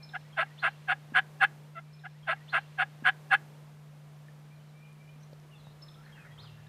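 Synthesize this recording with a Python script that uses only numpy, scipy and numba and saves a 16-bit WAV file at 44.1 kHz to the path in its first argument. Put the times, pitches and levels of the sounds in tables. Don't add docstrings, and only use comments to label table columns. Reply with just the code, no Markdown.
import sys
import numpy as np
from scipy import signal
from scipy.fft import rfft, irfft
from scipy.io import wavfile
from scipy.ndimage import uniform_filter1d
from numba import njit

SR = 44100
rng = np.random.default_rng(int(sys.argv[2]) if len(sys.argv) > 2 else 0)


def volts_from_decibels(level):
    exponent = np.asarray(level, float) / 20
    return 10 ** exponent


def pcm_store(signal):
    levels = np.round(np.clip(np.atleast_2d(signal), -1, 1) * 32767)
    wavfile.write(sys.argv[1], SR, levels.astype(np.int16).T)


N = 294676
T = np.arange(N) / SR


def unit(x):
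    return x / np.sqrt(np.mean(x ** 2))


def curves(rows):
    s, *columns = np.transpose(rows)
    return [np.interp(T, s, c) for c in columns]


def filtered(x, order, hz, kind="low"):
    return signal.sosfilt(signal.butter(order, hz, kind, fs=SR, output="sos"), x)


@njit
def svf(x, hz, width):
    y, band_state, low_state = np.empty(len(x)), 0., 0.
    for i in range(len(x)):
        g, k = np.tan(np.pi * hz[i] / SR), width / hz[i]
        v = (band_state + g * (x[i] - low_state)) / (1 + g * (g + k))
        band_state = 2 * v - band_state
        low_state += 2 * g * v
        y[i] = k * v
    return y


def band(x, hz, width):
    return svf(x + 1e-18, hz + np.zeros(N), 1. * width)


def walk(rate):
    k = int(SR / rate)
    held = np.repeat(rng.standard_normal(N // k + 1), k)
    return unit(uniform_filter1d(uniform_filter1d(held, k), k)[:N])


def tone(hz):
    return np.sin(2 * np.pi * np.cumsum(hz) / SR)


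def hen():
    # start_s, length_s, level_db, rasp_pitch_hz, whine_pitch_hz
    yelps = [
        (0.127, .051, -38, 701.3, 850),
        (.362, .086, -26.5, 672.7, 813.7),
        (0.617, 0.083, -25, 685, 826.3),
        (0.871, 0.075, -26.5, 717, 826),
        (1.136, .074, -21.5, 726, 811),
        (1.397, 0.0671, -21.5, 751.8, 839.4),
        (1.741, 0.067, -44.5, 664.4, 699),
    ]
    # centre_hz, width_hz, level_db
    resonances = [(1013, 250, -5.5), (1228, 190, -1), (1590, 238, 3.5), (1986, 570, -8.5), (2790, 143, -6),
                  (3075, 62, -9.5), (3460, 183, -12), (4280, 400, -25.5)]
    flutter_hz = 227.7
    db, hz, root_db, rasp = curves(np.vstack([yelp(*y) for y in yelps]))
    sounding = sum((T > s) & (T < s + length) for s, length, *_ in yelps)
    rasp = np.clip(rasp, 0, 1)
    cycles = np.cumsum(hz * (1 + .06 * rasp * walk(450))) / SR
    flutter = np.cos(2 * np.pi * np.cumsum(flutter_hz * (1 + .45 * walk(110))) / SR)

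    uneven = rng.uniform(-1, 1, N // 40)[np.round(cycles).astype(int)]
    size = (1 + .8 * rasp * uneven) * (1 + .6 * rasp * flutter)
    snaps = size * np.exp(6 * (np.cos(2 * np.pi * cycles) - 1))
    turbulence = unit(band(rng.standard_normal(N), 2700, 3000))
    stirred = snaps + .42 * (.3 + rasp) * (1 + .5 * flutter) * turbulence

    voice = sum((-1) ** k * volts_from_decibels(g) * band(band(stirred, f, w), f, 4 * w)
                for k, (f, w, g) in enumerate(resonances))
    voice = filtered(filtered(voice, 6, 960, "high"), 4, 4700)
    voice = voice / np.sqrt(uniform_filter1d(voice ** 2, int(.009 * SR)) + 1e-12)

    root = np.sqrt(2) * tone(hz * (1 + .035 * rasp * walk(150)))
    root = root * (1 + .35 * rasp * flutter) * volts_from_decibels(2.5 * rasp * walk(120))
    root = filtered(root, 4, 480, "high")
    root_level = volts_from_decibels(root_db) * np.clip((db + 60.5) / 12, 0, 1)

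    breath = (3.9 + np.cos(2 * np.pi * cycles)) * rng.standard_normal(N)
    hiss = unit(band(band(breath, 8700, 4600), 9630, 4400))
    hiss = hiss + volts_from_decibels(-16.0) * unit(band(breath, 13200, 1500))
    hiss = hiss + volts_from_decibels(-11.0) * unit(band(breath, 5940, 300))
    return sounding * volts_from_decibels(db) * (voice + volts_from_decibels(-33.5) * rasp * hiss + root_level * root)


def yelp(s, length, db, hz, edge_hz):
    rasp = np.clip((db + 44) / 19, 0, 1)
    end = s + length
    whine, crack, close, release = np.minimum([.015, 0.01273, 0.01293, .016], .22 * length)
    root_db = -6.5 - 1.16 * max(db + 27, 0)
    sag_db = min(-300 * (length - 0.076), 3)
    crack_hz = edge_hz + 0.3575 * (hz - edge_hz)
    return np.transpose([[s, s + whine, s + whine + crack, end - release - close, end - release, end],
                         db + np.array([-36.5, -6.5, 0, sag_db, sag_db - 3, -44]),
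                         [1.03 * edge_hz, crack_hz, hz, hz, edge_hz, 0.98 * edge_hz],
                         root_db + np.array([1, 1, 0, 0, 3.5, 3.5]),
                         rasp * np.array([.5, .5, .75, 1, .5, .5])])


def songbirds():
    out, warble = np.zeros(N), walk(250)
    for s, length, first_hz, last_hz, db, bend in notes():
        u = np.linspace(0, 1, int(length * SR))
        i = int(s * SR)
        hz = first_hz + (last_hz - first_hz) * u ** bend
        depth = .5 * abs(last_hz / first_hz - 1)
        hz = hz * (1 + depth * warble[max(i, 0):][:len(u)] / 10)
        note = volts_from_decibels(db - 1.5) * np.sin(np.pi * u) ** .5 * tone(hz)
        out[max(i, 0):i + len(u)] += note[max(-i, 0):]
    return out * volts_from_decibels(1.5 * walk(90))


def notes():
    # start_s within it, length_s, first_hz, last_hz, level_db
    phrase = [
        (0, .014, 3600, 5120, -56.5),
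        (.007, 0.019, 5330, 5180, -47),
        (0.067, 0.01, 4280, 3280, -51.5),
        (0.304, .017, 3340, 3090, -56),
        (0.427, .04, 2270, 1753, -58.5),
        (0.471, .04, 1800, 2000, -60.5),
        (0.553, .037, 2820, 4565, -50),
        (0.601, .075, 5960, 2710, -55.5),
        (0.67, .06, 2730, 2740, -64),
    ]
    # start_s, stretch, louder_db
    sung = [
        (.022, 1.0, 0),
        (5.814, 1.016, 0),
    ]
    # start_s, length_s, level_db
    whistles = [
        (-.12, .215, -62.5),
        (1.829, 0.17, -70),
        (4.499, 0.049, -62),
        (4.723, .2, -61.5),
        (4.973, 0.17, -62.5),
    ]
    # start_s, length_s, first_hz, level_db
    chips = [(.197, 0.028, 4330, -68), (.33, .036, 4300, -75), (4.551, .025, 4370, -72),
             (4.683, .025, 4280, -68), (5.223, .021, 4350, -65), (5.23, 0.0093, 6400, -58.5),
             (5.51, 0.049, 2980, -59), (5.547, 0.053, 3830, -64), (5.58, 0.04, 4330, -65),
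             (5.642, .017, 4130, -63), (5.941, 0.011, 3660, -57), (6.05, 0.016, 4480, -61),
             (6.417, 0.047, 5170, -60)]
    # start_s,
    # length_s, first_hz, last_hz, level_db
    other_slides = [(.24, .038, 1790, 2070, -64), (4.592, .04, 2990, 3120, -69),
                    (4.83, .05, 2630, 3280, -69), (5.076, .04, 2900, 3100, -69),
                    (5.2, .018, 5270, 6300, -68), (5.656, .04, 3690, 3810, -61),
                    (5.693, .04, 4000, 4250, -66), (5.8, .13, 1150, 1257, -69),
                    (5.949, .076, 1300, 1390, -61.5), (6.141, .094, 3210, 2430, -59),
                    (6.306, .034, 3180, 3370, -64.5)]
    glides = [(at + s * stretch, *note, db + near_db)
              for at, stretch, near_db in sung for s, *note, db in phrase]
    glides = glides + other_slides
    glides = glides + [(s, length, hz, .87 * hz, db) for s, length, hz, db in chips]
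    bent = [(*n, 0.33 if n[3] < n[2] and n[1] > .05 else 1) for n in glides]
    return bent + [(s, length, 2210, 2426, db, 0.394) for s, length, db in whistles]


def ticks():
    # start_s, peak_db, ring_hz, t60_s
    knocks = [(1.122, -35, 233.5, 0.038), (4.284, -49.5, 1784, 0.045), (4.93, -53.5, 9170, 0.0034),
              (5.159, -53.5, 253, 0.1), (5.33, -40, 530, .02), (5.333, -46.5, 4500, 0.0034),
              (5.4, -55, 5560, .006), (5.449, -53.5, 349, 0.074), (5.67, -37.5, 740, 0.0063),
              (5.67, -39, 150, 0.038), (6.666, -55, 1720, 0.041), (6.669, -55, 3760, .02)]
    out = np.zeros(N)
    for s, db, hz, t60 in knocks:
        i = int(s * SR)
        t = np.arange(min(int(t60 * SR), N - i)) / SR
        out[i:i + len(t)] += volts_from_decibels(db) * np.exp(-np.log(1000) * t / t60) * np.sin(2 * np.pi * hz * t)
    return filtered(out, 2, 130, "high")


def woods(x, t60, hz):
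    t = np.arange(SR // 2) / SR
    tail = rng.standard_normal(len(t)) * np.exp(-np.log(1000) * t / t60) * np.clip(t * 100, 0, 1)
    tail = filtered(tail, 2, hz)
    return signal.fftconvolve(x, tail / np.sqrt(np.sum(tail ** 2)))[:N]


def splice(x):
    in_s, out_s, dissolve_s, lag_samples = 1.8, 3.65, 0.59, 83874
    again = np.clip(np.minimum((T - in_s) / dissolve_s, (out_s - T) * 20), 0, 1) ** 2
    return np.sqrt(1 - again) * x + np.sqrt(again) * np.roll(x, lag_samples)


def tom():
    # start_s, held_s, level_db, resonance_hz
    syllables = [
        (5.814, .01, -75, 1160),
        (6.06, .04, -61, 1700),
        (6.18, 0.053, -56.5, 1720),
        (6.24, 0.032, -60.5, 1520),
        (6.318, .01, -74, 1870),
        (6.39, 0.061, -61.5, 1097),
        (6.584, .01, -67, 1590),
    ]
    # start_s, pitch_hz, level_db
    drone = [(6.2, 172, -57), (6.26, 147.5, -54), (6.32, 114, -64), (6.45, 111.8, -58), (6.68, 110, -59)]
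    swell_db_s, fade_db_s = 307, 328
    db = np.max([g - np.maximum(swell_db_s * (s - T), fade_db_s * (T - s - held)).clip(0)
                 for s, held, g, _ in syllables], axis=0)
    hz = curves(syllables)[2]
    throb = volts_from_decibels(2.5 * walk(45)) * rng.standard_normal(N)
    gobble = unit(band(band(throb, hz, 525), hz, 636)) * volts_from_decibels(db)
    drone_hz, drone_db = curves(drone)
    return gobble + np.sqrt(2) * volts_from_decibels(drone_db) * (T > drone[0][0]) * tone(drone_hz)


def motor():
    # start_s, level_db
    hum_levels = [(0.0, -50), (0.02, -52), (1.3, -51), (4.41, -51), (4.84, -53), (5.28, -50.5),
                  (5.49, -53.5), (6.68, -52.5)]
    hum = volts_from_decibels(curves(hum_levels)[0]) * tone(149.7 + .5 * walk(4.9))
    whine = volts_from_decibels(-71 + 1.9 * walk(12.0)) * tone(210.3 + 1.37 * walk(7.9))
    return np.sqrt(2) * (hum + whine)


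def air():
    # frequency_hz, level_db
    colour = [(20, -44), (60, -34.5), (120, -26.5), (300, -31.5), (550, -30), (2400, -37), (4500, -42),
              (15000, -47.5)]
    # start_s, strength_db
    gusts = [(0, -0.5), (.61, 0.5), (.99, 1.5), (1.39, 7), (1.56, 6), (1.82, -4), (2.12, -7), (2.49, 1),
             (2.86, 0.5), (3.31, 7.5), (3.44, 7.5), (3.81, -1), (4.28, 0.5), (4.76, -2), (6.25, 1.5),
             (6.68, -1.5)]
    f = np.arange(N // 2 + 1) * SR / N + 1
    hz, db = np.transpose(colour)
    hush = rfft(splice(rng.standard_normal(N))) * volts_from_decibels(np.interp(np.log(f), np.log(hz), db))
    deep = 1 / (1 + (f / 110) ** 4)
    low = 1 / (1 + (f / 1200) ** 4) - deep
    high = 1 / (1 + (5500 / f) ** 4)
    middle = 1 - deep - low - high
    out = unit(irfft(hush * deep, N)) * volts_from_decibels(-75.5 + 1.1 * walk(2.5) + 3.2 * np.clip(T - 4, 0, 3))
    chorus = sum(lift_db * np.exp(-((T - s) / 0.55) ** 2)
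                 for s, lift_db in ((0.58, 4.5), (2.58, 4), (6.83, 2.5)))
    breeze = curves(gusts)[0]
    for share, level_db, follows, lift in ((low, -64, 0.59, 0), (middle, -69.5, 0.28, chorus),
                                           (high, -74, 0.49, 0)):
        out = out + unit(irfft(hush * share, N)) * volts_from_decibels(level_db + follows * breeze + lift)
    return out


def scene():
    near, birds = hen(), songbirds()
    meadow = near + volts_from_decibels(-35.5) * woods(near, 0.24, 4200) + volts_from_decibels(-12.5) * woods(near, 0.019, 3930)
    meadow = meadow + birds + volts_from_decibels(-7.5) * woods(birds, 0.74, 11000) + volts_from_decibels(-8.0) * woods(birds, 0.042, 14000)
    meadow = meadow + ticks()
    return (splice(meadow) + tom() + motor() + air())[None]


def top_cut(x):
    return signal.sosfilt(signal.butter(12, 15640, fs=SR, output="sos"), x)


def record(dry):
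    dull = filtered(dry, 12, 15000)
    return top_cut(dull)


dry = scene()
out = record(dry)
pcm_store(out)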